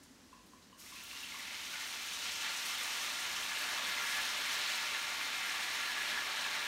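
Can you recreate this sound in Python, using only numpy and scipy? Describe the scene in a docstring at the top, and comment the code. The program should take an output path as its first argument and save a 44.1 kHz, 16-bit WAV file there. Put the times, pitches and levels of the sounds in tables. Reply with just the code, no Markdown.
"""A hot skillet sizzles in a small kitchen as liquid is poured into it from a glass bottle.
The bottle glugs; the stream meets the metal and flashes into a fine hiss, then a dense sizzle of
bursting bubbles, coloured by the pan and its nook under the cupboards, that deepens as the pan fills.
Fat spits and single bubbles plop now and then. One microphone position, near enough to pick out
single drops, with short wall reflections and faint room tone behind; both channels are alike."""
import sys
import numpy as np
from scipy import signal
from scipy.fft import rfft, irfft, next_fast_len
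from scipy.io import wavfile

SR = 44100
rng = np.random.default_rng(int(sys.argv[2]) if len(sys.argv) > 2 else 0)


def wav_record(signal):
    """Record a signal, one row per channel, as 16-bit PCM in the file named by sys.argv[1]."""
    frames = np.transpose(np.atleast_2d(signal))
    bounded = np.clip(frames, -1, 1)
    # unit amplitude maps onto the largest positive 16-bit level
    quanta = np.round(bounded * 32767).astype(np.int16)
    wavfile.write(sys.argv[1], SR, quanta)


N = 294147


def from_db(db):
    """Decibels to gain."""
    return 10 ** (np.asarray(db) / 20)


def unit_rms(x):
    """Scale to unit rms."""
    return x / np.sqrt(np.mean(x ** 2) + 1e-20)


def curves(rows):
    """Each column after the time column, interpolated at every sample."""
    time_s, *columns = np.transpose(rows)
    return [np.interp(np.arange(N) / SR, time_s, column) for column in columns]


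def drift(rate_hz):
    """Smooth random wander of about unit rms."""
    hop, settle = 40, 2000
    pole = np.exp(-2 * np.pi * hop * rate_hz / SR)
    noise = rng.standard_normal(N // hop + settle + 2)
    slow = signal.lfilter([1], [1, -2 * pole, pole * pole], noise)[settle:]
    return np.interp(np.arange(N) / hop, np.arange(len(slow)), unit_rms(slow))


def band(x, edges_hz, kind, order=2):
    """Butterworth filter."""
    sos = signal.butter(order, np.clip(edges_hz, 10, .45 * SR), kind, fs=SR, output="sos")
    return signal.sosfilt(sos, x + 1e-18)


def colour(x, spectrum, resonances):
    """Causal filter made of a broad spectrum with bell-shaped peaks and dips on top."""
    size = next_fast_len(N + SR // 2, True)
    hz = np.maximum(np.fft.rfftfreq(size, 1 / SR), 1)
    points_hz, points_db = np.transpose(spectrum)
    db = np.interp(np.log(hz), np.log(points_hz), points_db)
    db += sum(gain / (1 + (2 * (hz - centre) / width) ** 2) for centre, width, gain in resonances)
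    cepstrum = irfft(np.log(from_db(db)), size)
    cepstrum[1:size // 2] *= 2   # fold to minimum phase
    cepstrum[size // 2 + 1:] = 0
    return irfft(rfft(x, size) * np.exp(rfft(cepstrum)), size)[:N]


def clicks(per_s, spread_db):
    """Impulses at random moments: many small, a few large."""
    sizes = from_db(spread_db * np.minimum(rng.exponential(1, N), 6))
    return sizes * rng.choice([-1, 1], N) * (rng.random(N) < per_s / SR)


def ring(x, hz, t60_s):
    """A resonator: each click sets a decaying sine ringing."""
    decay, angle = from_db(-60 / (t60_s * SR)), 2 * np.pi * hz / SR
    return signal.lfilter([0, np.sin(angle)], [1, -2 * decay * np.cos(angle), decay * decay], x + 1e-18)


def add(out, start_s, sound):
    """Mix a short sound in at start_s."""
    at = max(round(start_s * SR), 0)
    out[at:at + len(sound)] += sound[:N - at]


def pulses(rows, swell_s, rise):
    """Short rounded tones that swell, ring for a few cycles and rise a little in pitch."""
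    out, t = np.zeros(N), np.arange(SR // 10) / SR
    envelope = (t / swell_s) ** 2 * np.exp(2 - 2 * t / swell_s)
    for start_s, level_db, pitch_hz in rows:
        tone = np.sin(2 * np.pi * pitch_hz * t * (1 + rise * t))
        add(out, start_s, from_db(level_db) * envelope * tone)
    return out


def kitchen(x, wet_db, t60_s=0.35):
    """The direct sound reaches the microphone first, then duller reflections off cupboards and walls."""
    t = np.arange(SR // 2) / SR
    tail = rng.standard_normal(len(t)) * from_db(-60 * t / t60_s) * (t > .004)
    tail = band(tail / np.sqrt(np.sum(tail ** 2)), 6000, "low", order=1)
    return x + from_db(wet_db) * signal.fftconvolve(x, tail)[:N]


# Spectrum of the kitchen's background: frequency_hz, relative_db
ROOM_SPECTRUM = [(15, -55), (25, -15), (69, -4.5), (129, -8), (160, -4.5), (260, -5), (305, -6),
                 (349, -8.5), (722, -16.5), (1020, -14), (1270, -16.5), (1750, -14.5), (2230, -18),
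                 (6050, -18), (15500, -33.5)]
# Low modes of the room: centre_hz, width_hz, gain_db
ROOM_RESONANCES = [(135, 37, -5), (187.5, 8.9, 5.5), (240, 33, 3), (277, 17, 3.5)]


def room_tone(level_db):
    """Steady noise behind everything, droning in the room's low modes."""
    return from_db(level_db) * unit_rms(colour(rng.standard_normal(N), ROOM_SPECTRUM, ROOM_RESONANCES))


# Bumps ahead of the pour: start_s, level_db
TIPPING_BUMPS = [(0.008, -59), (0.1, -56), (0.158, -62), (0.243, -59)]


def bumps(pitch_hz):
    """The bottle tips with faint low bumps, almost dry at the microphone."""
    rows = [(start_s, level_db, pitch_hz) for start_s, level_db in TIPPING_BUMPS]
    return kitchen(pulses(rows, swell_s=0.01, rise=.1), wet_db=-12.0)


# Air gulped into the bottle neck: start_s, level_db
AIR_GULPS = [(0.328, -48), (0.533, -51.5), (0.727, -52), (0.923, -47), (1.129, -48), (1.342, -43.5)]


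def glugs(first_hz, climb_hz_per_s):
    """Each gulp knocks in the neck, a little higher than the last, and leaves the cavity ringing."""
    first_s = AIR_GULPS[0][0]
    rows = [(start_s, level_db, first_hz + climb_hz_per_s * (start_s - first_s))
            for start_s, level_db in AIR_GULPS]
    gulps = pulses(rows, swell_s=0.0032, rise=1.1)
    cavity = from_db(-57) * ring(gulps, hz=1007, t60_s=0.63)
    return kitchen(gulps + cavity, wet_db=-0.5)


# Droplets spitting off the hot metal: start_s, level_db, centre_hz
SPITTING_DROPLETS = [(0.031, -47, 7650), (0.461, -55, 11000), (0.623, -47, 4500), (0.797, -47, 10000),
                     (1.034, -41, 12000), (1.225, -47, 12000), (1.385, -43, 10000), (1.868, -38, 9000),
                     (2.655, -33, 10000), (2.827, -36, 9000), (2.862, -42, 12000), (3.585, -39, 11000),
                     (3.615, -40, 12000), (5.025, -47, 13000), (5.454, -39, 11000)]


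def spits(rise_s, t60_s):
    """A droplet flashes to steam in a short, bright puff of noise an octave wide."""
    out, t = np.zeros(N), np.arange(SR // 10) / SR
    envelope = np.minimum(t / rise_s, 1) ** 2 * from_db(-60 * t / t60_s)
    for start_s, level_db, centre_hz in SPITTING_DROPLETS:
        steam = band(rng.standard_normal(len(t)), [centre_hz / np.sqrt(2), centre_hz * np.sqrt(2)], "band")
        add(out, start_s - rise_s / 2, from_db(level_db) * envelope * steam)
    return kitchen(out, wet_db=2)


# Bubbles and drops that stand out at the microphone: start_s, level_db, pitch_hz
SINGLE_BUBBLES = [(0.33, -59, 2650), (0.728, -57, 2950), (0.862, -51, 2030), (0.962, -45, 2550),
                  (0.987, -45, 2650), (1.112, -42, 2720), (1.15, -44, 2780), (1.232, -39.5, 2700),
                  (1.245, -43, 3130), (1.32, -39, 2140), (1.395, -40, 2040), (1.48, -40, 2110),
                  (1.738, -39, 1460), (1.752, -37, 2050), (1.812, -40, 1820), (3.548, -34, 2780),
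                  (3.975, -32.5, 2040), (4.945, -35, 1700), (4.947, -36, 2020), (6.175, -28.5, 1670)]


def plops():
    """A single bubble or drop rings for an instant, bending up in pitch."""
    return kitchen(pulses(SINGLE_BUBBLES, swell_s=0.0022, rise=1.7), wet_db=0.5)


def crackle(per_s, spread_db, clump_db, spots):
    """Thin films snap in flurries of sharp clicks; each spot on the metal has its own reflections."""
    flurries = (clicks(per_s, spread_db) * from_db(clump_db * drift(9.1)) for _ in range(spots))
    return unit_rms(sum(kitchen(flurry, wet_db=-4) for flurry in flurries))


def bubbles(per_s_at_2khz, ring_cycles, spread_db, clump_db):
    """Steam bubbles of all sizes ring briefly; the small, high ones are the most numerous."""
    sides = np.zeros((2, N))   # each side of the pan has its own reflections
    for k, hz in enumerate(np.geomspace(350, 15500, 40)):
        bursts = clicks(per_s_at_2khz * hz / 2000, spread_db) * from_db(clump_db * drift(16.4))
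        ringing = np.gradient(ring(bursts, hz, ring_cycles / hz))
        sides[k % 2] += np.sqrt(hz) * unit_rms(ringing)
    return unit_rms(sum(kitchen(side, wet_db=-3.5) for side in sides))


# Strength of the pool's hollow ring: time_s, relative_db
POOL_RING = [(2.4, -25), (3.4, -2.5), (4.0, -4.5), (4.6, -10), (5.2, -12), (5.85, -8.5), (6.2, 2),
             (6.67, -2.5)]


def pool(simmer, pitch_hz, t60_s):
    """As the pool deepens, its hollow, fluttering ring takes over a share of the simmer."""
    depth = from_db(curves(POOL_RING)[0] - 1.0)
    snaps = crackle(per_s=440, spread_db=3.0, clump_db=3.0, spots=1)
    flutter = from_db(1.8 * drift(28))
    hollow = unit_rms(ring(snaps, pitch_hz, t60_s) * flutter)
    return (simmer + depth * hollow) / np.sqrt(1 + depth ** 2)


def size_classes(x):
    """Part the sound by bubble size into coarse boil, simmer, fizz, spray and mist, each of unit rms."""
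    hz = np.fft.rfftfreq(N, 1 / SR)
    below = [1 / (1 + (hz / edge_hz) ** 14) for edge_hz in (100, 1450, 2400, 4800, 9000, 19000)]
    return [unit_rms(irfft(rfft(x) * share, N)) for share in np.diff(below, axis=0)]


# Middle of each size class, coarse boil to mist: centre_hz
CLASS_CENTRES_HZ = [1100, 1900, 3400, 6500, 11500]
# Growth of each class as the liquid spreads: contact_db, full_db, growth_s, growth_power, later_db_per_s
CLASS_GROWTH = [(-71, -49, 2.37, 1.9, -0.01), (-75, -45.5, 2.87, 1.54, 0.64), (-68, -43, 1.84, 1.48, 0),
                (-61, -47, 1.92, 1.74, -0.97), (-63, -53.5, 2.05, 1.8, -0.9)]
# Vigour of the whole boil: time_s, gain_db
BOIL_VIGOUR = [(.8, 1.5), (1.55, 0), (2.1, -0.8), (2.3, 0), (3.35, -0.46), (4.0, 0.5), (4.7, 1.4),
               (5.1, -0.5), (5.7, 0.73), (6.67, .4)]
# The sizzle swells for a while around one pitch: start_s, length_s, swell_db, pitch_hz
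SIZZLE_SWELLS = [(.94, 0.092, 2.5, 2650), (1.087, 0.14, 1.5, 3000), (1.288, 0.36, 3, 1700),
                 (1.696, .16, 3, 1500), (2.2, 0.13, 2.5, 5000), (2.41, 0.12, 4.5, 1900),
                 (3.6, 0.36, 2.5, 1210), (3.88, 0.3, 2, 1870), (3.97, 0.35, 2, 11000),
                 (4.213, 0.79, 1.5, 2840), (4.5, 0.34, 1.5, 5500), (5.85, 1, 1.8, 1210)]


def boil_levels(contact_s, swell_width_octaves=0.59):
    """Each class's level in dB grows with the wetted area and lifts with every swell near its pitch."""
    age_s = np.maximum(np.arange(N) / SR - contact_s, 0)
    vigour_db, levels = curves(BOIL_VIGOUR)[0], []
    for centre_hz, growth in zip(CLASS_CENTRES_HZ, CLASS_GROWTH):
        contact_db, full_db, growth_s, growth_power, later_db_per_s = growth
        wetted = np.minimum(age_s / growth_s, 1) ** growth_power
        level_db = 10 * np.log10(from_db(contact_db) ** 2 + wetted * from_db(full_db) ** 2)
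        level_db += vigour_db + later_db_per_s * np.maximum(age_s - growth_s, 0)
        for start_s, length_s, swell_db, pitch_hz in SIZZLE_SWELLS:
            nearness = np.exp(-.5 * (np.log2(centre_hz / pitch_hz) / swell_width_octaves) ** 2)
            arch = np.sin(np.linspace(0, np.pi, int(length_s * SR)))
            add(level_db, start_s, swell_db * nearness * arch)
        levels.append(level_db)
    return levels


# Broad colour of the sizzle at the microphone: frequency_hz, relative_db
SIZZLE_SPECTRUM = [(150, -54.5), (250, -14), (499, -17.5), (729, -12), (1030, -8.5), (1160, -4.5),
                   (1290, -3.5), (1700, -1.5), (1890, -2.5), (4030, -3.5), (4790, -5.5), (5890, -4.5),
                   (15500, -22)]
# Peaks and hollows of the pan and its nook under the cupboards: centre_hz, width_hz, gain_db
NOOK_RESONANCES = [(594, 58, 6), (741, 22, 8), (789, 16, 9.5), (815, 27, -8), (882, 15, 7), (927, 22, 8.5),
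                   (992, 35, 2), (1111, 35, 5.5), (1207, 27, 7), (1285, 130, -4), (1389, 25, 9),
                   (1540, 135, -3), (1697, 47, 0.5), (2108, 25, 8.5), (2353, 59, 5), (3080, 62, 2.5),
                   (2630, 74, 2.5), (3250, 45, -3), (3630, 28, -0.5), (4430, 360, 0), (4820, 136, -6),
                   (5100, 220, 1.5), (6900, 160, 3), (7470, 1400, -1.5), (8500, 1000, 0.5), (9430, 250, 2),
                   (10440, 810, -6.5)]


def sizzle(contact_s, onset_s):
    """The stream meets hot metal: bubbles and crackle fill the nook, each size swelling at its own pace."""
    ringing = bubbles(per_s_at_2khz=450, ring_cycles=14.2, spread_db=2.5, clump_db=1.7)
    snapping = from_db(-2.0) * crackle(per_s=4200, spread_db=1.5, clump_db=1.4, spots=2)
    in_nook = colour(ringing + snapping, SIZZLE_SPECTRUM, NOOK_RESONANCES)
    coarse, simmer, fizz, spray, mist = size_classes(in_nook)
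    simmer = pool(simmer, pitch_hz=1706, t60_s=0.033)
    coarse_db, simmer_db, fizz_db, spray_db, mist_db = boil_levels(contact_s)
    body = from_db(coarse_db) * coarse + from_db(simmer_db) * simmer + from_db(fizz_db) * fizz
    hiss = from_db(spray_db) * spray + from_db(mist_db) * mist
    puffs = from_db(0.81 * drift(37))
    onset = np.clip((np.arange(N) / SR - contact_s) / onset_s, 0, 1)
    return onset * (body + puffs * hiss)


def scene():
    """Pan, bottle and room, heard from one point in the kitchen."""
    drops = plops()
    bottle = bumps(pitch_hz=258) + glugs(first_hz=1056, climb_hz_per_s=44)
    pan = sizzle(contact_s=0.77, onset_s=0.027) + drops + spits(rise_s=0.0098, t60_s=0.077)
    mono = pan + bottle + room_tone(level_db=-61)
    return np.array([mono, mono])


def record(dry):
    """The microphone loses the deepest bass; the top is cut steeply."""
    low_cut_hz, high_cut_hz = 33, 15750
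    thinned = band(dry, low_cut_hz, "high", order=3)
    return signal.sosfilt(signal.ellip(12, .1, 70, high_cut_hz, fs=SR, output="sos"), thinned)


dry = scene()
out = record(dry)
wav_record(out)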